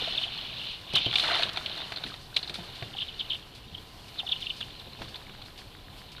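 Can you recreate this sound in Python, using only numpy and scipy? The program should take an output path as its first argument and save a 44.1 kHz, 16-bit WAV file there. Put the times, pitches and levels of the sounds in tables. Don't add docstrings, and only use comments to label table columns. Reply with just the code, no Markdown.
import sys
import numpy as np
from scipy import signal
from scipy.fft import rfft, irfft
from scipy.io import wavfile
from scipy.ndimage import uniform_filter1d

SR = 44100
rng = np.random.default_rng(int(sys.argv[2]) if len(sys.argv) > 2 else 0)


def master_out(mix):
    frames = np.transpose(np.atleast_2d(mix))
    ceiling = np.clip(frames, -1, 1)
    pcm = np.round(ceiling * 32767).astype(np.int16)
    wavfile.write(sys.argv[1], SR, pcm)


N = 273420

# (frequency [Hz], level [dB])
HISS_SPECTRUM = [(210, -43), (350, -14.5), (744, 4), (928, -1), (1020, 5.5), (1120, -3.5), (1940, -7),
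                 (3020, -3.5), (4260, -4.5), (6220, -18), (13400, -17.5), (14300, -14), (15000, -57)]
# (frequency [Hz], level [dB])
AIR_SPECTRUM = [(8.8, -35), (15, -6), (113, -7), (150, -14), (343, -19.5), (450, -19.5), (580, -53),
                (990, -120)]
# (frequency [Hz], level [dB])
RUMBLE_SPECTRUM = [(35, -33), (60, -14), (128, 1.5), (231, -7), (378, -8.5), (572, -9.5), (600, -15),
                   (780, -65), (1320, -120)]
# (frequency [Hz], level [dB])
SLOSH_SPECTRUM = [(180, -71), (300, -5.5), (576, -10), (640, -1), (930, -5), (1540, -1.5), (2400, -4.5),
                  (3120, -0.5), (5280, -120)]
# (frequency [Hz], level [dB])
SPRAY_SPECTRUM = [(2590, -60), (4400, -1.5), (5260, -11), (7020, -20.5), (9960, -20.5), (10900, -27.5),
                  (12500, -27.5), (16200, -63), (22000, -120)]
# (time [s], slosh level [dB], spray level [dB])
WATER_LEVELS = [(0.0, -43.5, -52.5), (0.88, -55.5, -60), (0.96, -43, -61), (1.02, -47, -55),
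                (1.08, -48, -63), (1.2, -40, -39), (1.31, -30.5, -49.5), (1.44, -38.5, -51),
                (1.52, -44.5, -58.5), (2.08, -50.5, -54.5), (2.32, -65, -63.5), (2.37, -63, -60),
                (2.41, -51, -56), (2.97, -53, -60), (3.9, -63, -63), (4.26, -54, -55.5), (4.97, -63, -66),
                (5.02, -51, -56), (5.12, -55, -59.5), (6.2, -68, -76)]
# (time [s], peak level [dB], starting pitch [Hz])
BUBBLE_EVENTS = [(0.075, -29, 643), (1.243, -28, 1400), (1.299, -24, 1500), (1.396, -26.5, 656),
                 (1.572, -35.5, 700), (2.07, -36, 1900), (2.1, -40, 1510), (2.119, -36.5, 1200),
                 (2.328, -42, 1480), (2.587, -36.5, 710), (2.95, -37, 760), (4.232, -35, 748),
                 (4.243, -37, 704), (4.29, -46, 720), (5.267, -41, 2160), (6.183, -42, 1420)]
# (time [s], peak level [dB], starting pitch [Hz], 60 dB decay [s], slap over low mode [dB])
HULL_KNOCKS = [(0.019, -43.5, 157, 0.063, 12.5), (0.937, -28, 135, 0.083, 4), (1.064, -32, 121, 0.16, 5),
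               (1.455, -47, 170, 0.06, 12), (2.049, -42.5, 254, 0.11, -10),
               (2.499, -49.5, 80.7, 0.06, 12.5), (2.585, -40, 181, 0.18, -12),
               (2.823, -34.5, 113.4, 0.18, 1), (3.725, -43.5, 93, 0.62, -30), (4.869, -50, 110, 0.06, 9.5),
               (4.99, -47, 76.4, 0.073, 10), (5.008, -36.5, 84, 0.053, 0.5)]
# (frequency [Hz], level [dB])
SLAP_SPECTRUM = [(88, -35), (150, 1), (685, 0.5), (975, -9), (2200, -58), (2500, -11), (3250, -47),
                 (5500, -120)]
# (time [s], peak level [dB], fall time [s])
SPRAY_PUFFS = [(0.934, -29, 0.0038), (0.954, -20, 0.0049), (0.983, -37, 0.012), (1.138, -38, 0.02),
               (1.352, -29, 0.01), (1.422, -28.5, 0.016), (1.53, -33, 0.006), (1.921, -39, 0.008),
               (2.363, -25.5, 0.012), (2.494, -32.5, 0.01), (2.539, -30.5, 0.023), (2.751, -38, 0.043),
               (3.365, -44, 0.021), (3.548, -39, 0.025), (4.079, -38, 0.016), (4.405, -36, 0.02),
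               (4.563, -38, 0.068), (4.796, -42, 0.006), (5.016, -40, 0.035), (5.083, -39, 0.037),
               (5.158, -42, 0.008), (5.452, -43.5, 0.028), (5.575, -37.5, 0.038), (5.976, -42, 0.042),
               (6.116, -39, 0.023)]
# (frequency [Hz], level [dB])
PORT_SPECTRUM = [(1060, -56), (1800, -16), (2320, 1.5), (3520, 5), (4140, 1.5), (4760, -6), (6500, -23),
                 (8450, -63), (14300, -120)]
# (frequency [Hz], width [Hz], boost [dB])
PORT_RESONANCES = [(2940, 250, 5), (3596, 28, 9), (4204, 680, 7.5)]
# (time [s], level [dB])
PLATE_LEVELS = [(0.0, -37.5), (0.3, -37.5), (0.57, -44), (0.93, -45.5), (1.02, -34.5), (1.12, -35.5),
                (1.23, -27.5), (1.31, -32.5), (1.59, -43), (2.04, -46), (2.47, -52.5), (2.68, -50),
                (2.8, -48.5), (3.19, -46.5), (3.4, -52), (3.64, -54), (4.04, -54.5), (4.44, -44),
                (4.7, -54), (5.1, -52.5), (5.7, -54), (6.2, -54)]
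# (start [s], end [s])
FAR_TIMES = [(0, 1.1), (2.85, 4.75)]
# (time [s], peak level before spreading [dB], centre [Hz], share of water thrown up [dB])
CLEAR_CRACKS = [(0.018, -25, 3300, -24), (0.047, -35, 3070, -13), (0.181, -15, 3320, -27),
                (0.21, -25, 3080, -62), (0.235, -17.5, 3160, -34), (0.278, -23.5, 3330, -28),
                (0.639, -29, 2850, -11), (0.949, -15, 3080, -38), (0.96, -11, 3500, -10.5),
                (0.968, -10.5, 3140, -15), (0.982, -12, 3250, -17), (1.059, -17, 3170, -22),
                (1.112, -19.5, 2900, -28), (1.129, -18.5, 2920, -6), (1.139, -17, 2710, -8),
                (1.157, -8.5, 3430, -16), (1.184, -14, 3230, -13), (1.197, -15, 3680, -19),
                (1.239, -23, 3700, -6), (1.256, -21, 3600, -7), (1.324, -24, 3220, -12),
                (1.346, -19.5, 3860, -1.5), (1.394, -19.5, 3780, -3), (1.424, -17, 3600, -6),
                (1.433, -11.5, 3730, -12), (1.492, -22, 3500, -5.5), (1.562, -26, 3550, -5),
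                (1.573, -18, 3500, -6.5), (1.661, -17.5, 3470, -24), (1.748, -37, 4270, -12),
                (1.777, -28, 4430, -3), (1.803, -30.5, 3820, -1.5), (1.818, -33, 4190, 0.5),
                (1.94, -29.5, 4200, -6), (1.972, -25.5, 4300, -7), (2.11, -35, 4230, -9),
                (1.921, -27, 4080, 2.5), (1.962, -24, 4340, -21), (1.983, -29.5, 3720, -12),
                (2.038, -21.5, 4170, -9), (2.064, -28.5, 3260, -6), (2.141, -30.5, 3970, 1.5),
                (2.344, -31, 4370, -21), (2.365, -9, 3920, -17), (2.375, -23.5, 3430, -7),
                (2.391, -27, 4400, -9), (2.43, -23.5, 4340, -21), (2.445, -29, 4300, -14),
                (2.477, -27.5, 4200, -19), (2.496, -26.5, 4020, -9), (2.544, -26.5, 3870, -11),
                (2.556, -24.5, 3760, -11), (2.753, -36, 3800, -18), (2.825, -33.5, 4400, 1.5),
                (2.937, -31.5, 3100, -25), (2.966, -28, 3350, -33), (2.984, -21, 3170, -33),
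                (3.001, -23.5, 3200, -36), (3.014, -21.5, 3100, -31), (3.026, -24, 3280, -22),
                (3.085, -28, 3300, -26), (3.197, -19.5, 3360, -27), (3.206, -19, 3220, -25),
                (3.303, -18, 3250, -40), (3.316, -18.5, 3220, -32), (3.332, -22.5, 3230, -19),
                (3.347, -25, 3200, -21), (3.748, -27, 3140, -34), (3.78, -35.5, 3350, -21),
                (4.191, -21, 3530, -33), (4.198, -19, 3220, -18), (4.27, -22.5, 3280, -21),
                (4.293, -21, 3480, -27), (4.314, -21, 3250, -31), (4.324, -14, 3280, -34),
                (4.359, -29, 3200, -22), (4.424, -22.5, 3320, -26), (4.464, -22.5, 3050, -32),
                (4.5, -20, 3000, -39), (4.61, -23, 3260, -13), (4.624, -25.5, 3070, -20),
                (4.797, -34, 3880, -21), (5.019, -32.5, 3430, 2), (5.044, -34, 3550, -14),
                (5.083, -35, 3700, -10), (5.144, -31, 3340, -25), (5.158, -29.5, 4450, -9),
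                (5.295, -35.5, 2900, -2), (5.418, -33, 3650, -10), (5.46, -38, 4370, -20),
                (5.59, -37.5, 3820, -3), (6.165, -37, 3770, -21), (6.182, -39, 3920, -1.5)]

HISS_LEVEL_DB, AIR_LEVEL_DB = -54.5, -52
TICK_FIRST_S, TICK_EVERY_S = 4.684, 2 / 15
TICK_DB, TICK_HZ, TICK_WIDTH_HZ = -37, 1700, 700
TOP_HZ = 14250
RUMBLE_DB, RUMBLE_FOLLOWS, CALM_DB = -54, 0.3, -50
SHUDDER_DB, SHUDDER_S = -12.5, 0.044
PUFF_RISE_S, CHIPS_DB = 0.0032, 1.5
PITCH_HZ = 3660, 3260
TRAVEL_MS = 9.62, 58
WIDTH_HZ = 1030, 534
FLOOR = 0.28, 0.12
TEAR_S = (0.0003, 0.0034), (0.0015, 0.0046)
CRACK_SPRAY_DB, SPRAY_FOLLOWS = (-16, -12.5), 0.63
SMALL_WATER_DB, SMALL_WATER_SCATTER_DB = (-11, -20), 3
SMALL_DB, SMALL_SCATTER_DB, SMALL_OCTAVES = 8, 2.5, 0.18


def undb(db):
    return 10 ** (np.asarray(db) / 20)


def unit(x):
    return x / np.sqrt(np.mean(x ** 2))


def gain(spectrum, size):
    hz, db = np.transpose(spectrum)
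    bins = np.maximum(np.fft.rfftfreq(size, 1 / SR), 1)
    return undb(np.interp(np.log(bins), np.log(hz), db, left=-90, right=-90))


def colour(x, spectrum):
    return unit(irfft(rfft(x) * gain(spectrum, len(x)), len(x)))


def add(out, s, sound, db):
    start = int(s * SR)
    sound = sound * undb(db) / np.abs(sound).max()
    sound = sound[max(-start, 0):max(N - start, 0)]
    out[max(start, 0):max(start, 0) + len(sound)] += sound


def grit(scatter_db, size=N):
    noise = rng.standard_normal(size)
    outburst = rng.exponential(size=size)
    return noise * undb(scatter_db * outburst)


def walk(rate_hz):
    hold = int(SR / rate_hz)
    steps = np.repeat(rng.standard_normal(N // hold + 1), hold)
    return unit(uniform_filter1d(steps, hold)[:N])


def ring_down(hz, t60, glide):
    t = np.arange(int(max(t60, .005) * SR)) / SR
    tone = np.sin(2 * np.pi * hz * (t + glide * t ** 2 / t60 / 2))
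    return tone * 1000 ** (-t / t60) * np.minimum(t / 0.00131, 1)


def far(s):
    return sum((s >= start) & (s < end) for start, end in FAR_TIMES) * 1


def camera():
    out = undb(HISS_LEVEL_DB + 1.1 * walk(14)) * colour(rng.standard_normal(N), HISS_SPECTRUM)
    t = np.arange(256) / SR
    tick = np.sin(2 * np.pi * TICK_HZ * t) * t * np.exp(-2 * np.pi * TICK_WIDTH_HZ * t)
    for s in np.arange(TICK_FIRST_S, N / SR, TICK_EVERY_S):
        add(out, s, tick, TICK_DB + 1.0 * rng.standard_normal())
    return out


def light_air():
    return undb(AIR_LEVEL_DB) * colour(rng.standard_normal(N), AIR_SPECTRUM)


def rumble(slosh_db):
    t = np.arange(N) / SR
    swell = undb(RUMBLE_DB + RUMBLE_FOLLOWS * (slosh_db - CALM_DB) + 0.54 * walk(11))
    for s, db, *_ in HULL_KNOCKS:
        swell = swell + undb(db + SHUDDER_DB) * (t > s) * np.exp(-np.abs(t - s) / SHUDDER_S)
    return swell * colour(rng.standard_normal(N), RUMBLE_SPECTRUM)


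def gurgle(count=900):
    out = np.zeros(N)
    for when, height, loud in rng.random((count, 3)):
        hz = 580 * 2 ** (2.0 * height)
        add(out, when * N / SR, ring_down(hz, 22 / hz, 0.2), 5 * np.log(loud + 0.026))
    return unit(out)


def slosh(slosh_db, fits):
    wash = colour(grit(2.63), SLOSH_SPECTRUM) * undb(0.33 * fits)
    return undb(slosh_db) * unit(wash + 0.66 * gurgle())


def spray(spray_db, fits):
    return undb(spray_db + 2.5 * fits) * colour(grit(1.8), SPRAY_SPECTRUM)


def bubbles():
    out = np.zeros(N)
    for s, db, hz in BUBBLE_EVENTS:
        add(out, s, ring_down(hz, 28 / hz, 0.16), db)
    return out


def knocks():
    out, t = np.zeros(N), np.arange(2048) / SR
    for s, db, hz, t60, slap_db in HULL_KNOCKS:
        add(out, s, ring_down(hz, t60, -0.057), db)
        add(out, s + 0.0021, ring_down(1.92 * hz, 0.89 * t60, -0.052), db - 12.5)
        slap = colour(rng.standard_normal(2048), SLAP_SPECTRUM) * np.exp(-t / 0.013)
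        add(out, s, slap, db + slap_db)
    return out


def puffs():
    out, t = np.zeros(N), np.arange(8192) / SR
    for s, db, fall_s in SPRAY_PUFFS:
        swell = np.minimum(t / PUFF_RISE_S, 1) * np.exp(-t / fall_s)
        drops = colour(grit(1.2, len(t)), SPRAY_SPECTRUM)
        chips = colour(grit(1.2, len(t)), PORT_SPECTRUM)
        add(out, s, (drops + undb(CHIPS_DB) * chips) * swell, db)
    return out


def port_gain(size):
    hz = np.fft.rfftfreq(size, 1 / SR)
    boost_db = sum(db / (1 + (2 * (hz - f) / width) ** 2) for f, width, db in PORT_RESONANCES)
    return gain(PORT_SPECTRUM, size) * undb(boost_db)


def plates(count=2600):
    clinks = np.zeros(N)
    times = rng.random(count) * N / SR
    for when, off, loud in zip(times, rng.standard_normal(count), rng.exponential(size=count)):
        hz = PITCH_HZ[far(when)] * 2 ** (0.21 * off)
        add(clinks, when, ring_down(hz, 45 / hz, -0.1), 1.8 * loud)
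    both = unit(clinks) + 3.1 * unit(grit(3.1))
    through_port = unit(irfft(rfft(both) * port_gain(N), N))
    level_db = np.interp(np.arange(N) / SR, *np.transpose(PLATE_LEVELS))
    return undb(level_db + 0.5 * walk(40) + 3.1 * walk(9)) * through_port


def small_cracks(count=70):
    s = rng.random(count) * N / SR
    level_draw, pitch_draw, water_draw = rng.standard_normal((count, 3)).T
    db = np.interp(s, *np.transpose(PLATE_LEVELS)) + SMALL_DB + SMALL_SCATTER_DB * level_draw
    hz = np.take(PITCH_HZ, far(s)) * 2 ** (SMALL_OCTAVES * pitch_draw)
    water_db = np.take(SMALL_WATER_DB, far(s)) + SMALL_WATER_SCATTER_DB * water_draw
    return list(zip(s, db, hz, water_db))


def bend(hz, travel_ms, top_hz=4000, middle_hz=3400, foot_hz=2900):
    delay = np.sqrt(top_hz / np.clip(hz, foot_hz, top_hz))
    late_s = travel_ms / 1000 * (delay - np.sqrt(top_hz / middle_hz))
    return np.exp(-2j * np.pi * np.cumsum(late_s) * hz[1])


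def cracks(size=4096):
    out, hz = np.zeros(N), np.fft.rfftfreq(size, 1 / SR)
    t = np.arange(size) / SR - size / SR / 4
    low, high = (g / np.sqrt(np.sum(g ** 2)) for g in (gain(SLOSH_SPECTRUM, size), gain(SPRAY_SPECTRUM, size)))
    settle = .2 * (t > 0) * np.exp(-np.abs(t) / .014)
    shapes = [np.exp(-np.abs(t) / np.where(t < 0, rise_s, fall_s)) + settle for rise_s, fall_s in TEAR_S]
    for s, db, centre_hz, water_db in CLEAR_CRACKS + small_cracks():
        place = far(s)
        spray_db = CRACK_SPRAY_DB[place] + SPRAY_FOLLOWS * water_db
        width_hz = WIDTH_HZ[place] * undb(0.23 * (db + 22))
        band = np.exp(-((hz - centre_hz) / width_hz) ** 2)
        shard = 0.44 / (1 + 1j * (hz - centre_hz) / 70)
        ring = port_gain(size) * (FLOOR[place] + shard + band)
        ring = ring / np.sqrt(np.sum(np.abs(ring) ** 2))
        tear = rfft(grit(0.97, size) * shapes[place])
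        spread = ring * bend(hz, TRAVEL_MS[place])
        sound = irfft(tear * (spread + undb(water_db) * low + undb(spray_db) * high), size)
        bare_peak = np.abs(irfft(tear * ring, size)).max()
        change_db = 20 * np.log10(np.abs(sound).max() / bare_peak)
        add(out, s + t[0], sound, db + change_db)
    return out


def scene():
    s, *columns = np.transpose(WATER_LEVELS)
    slosh_db, spray_db = (np.interp(np.arange(N) / SR, s, c) for c in columns)
    fits = walk(30)
    background = camera() + light_air() + rumble(slosh_db)
    water = slosh(slosh_db, fits) + spray(spray_db, fits) + bubbles() + puffs()
    ice = plates() + cracks()
    return (background + water + knocks() + ice)[None]


def record(dry):
    return signal.sosfilt(signal.ellip(10, .2, 60, TOP_HZ, fs=SR, output="sos"), dry)


dry = scene()
out = record(dry)
master_out(out)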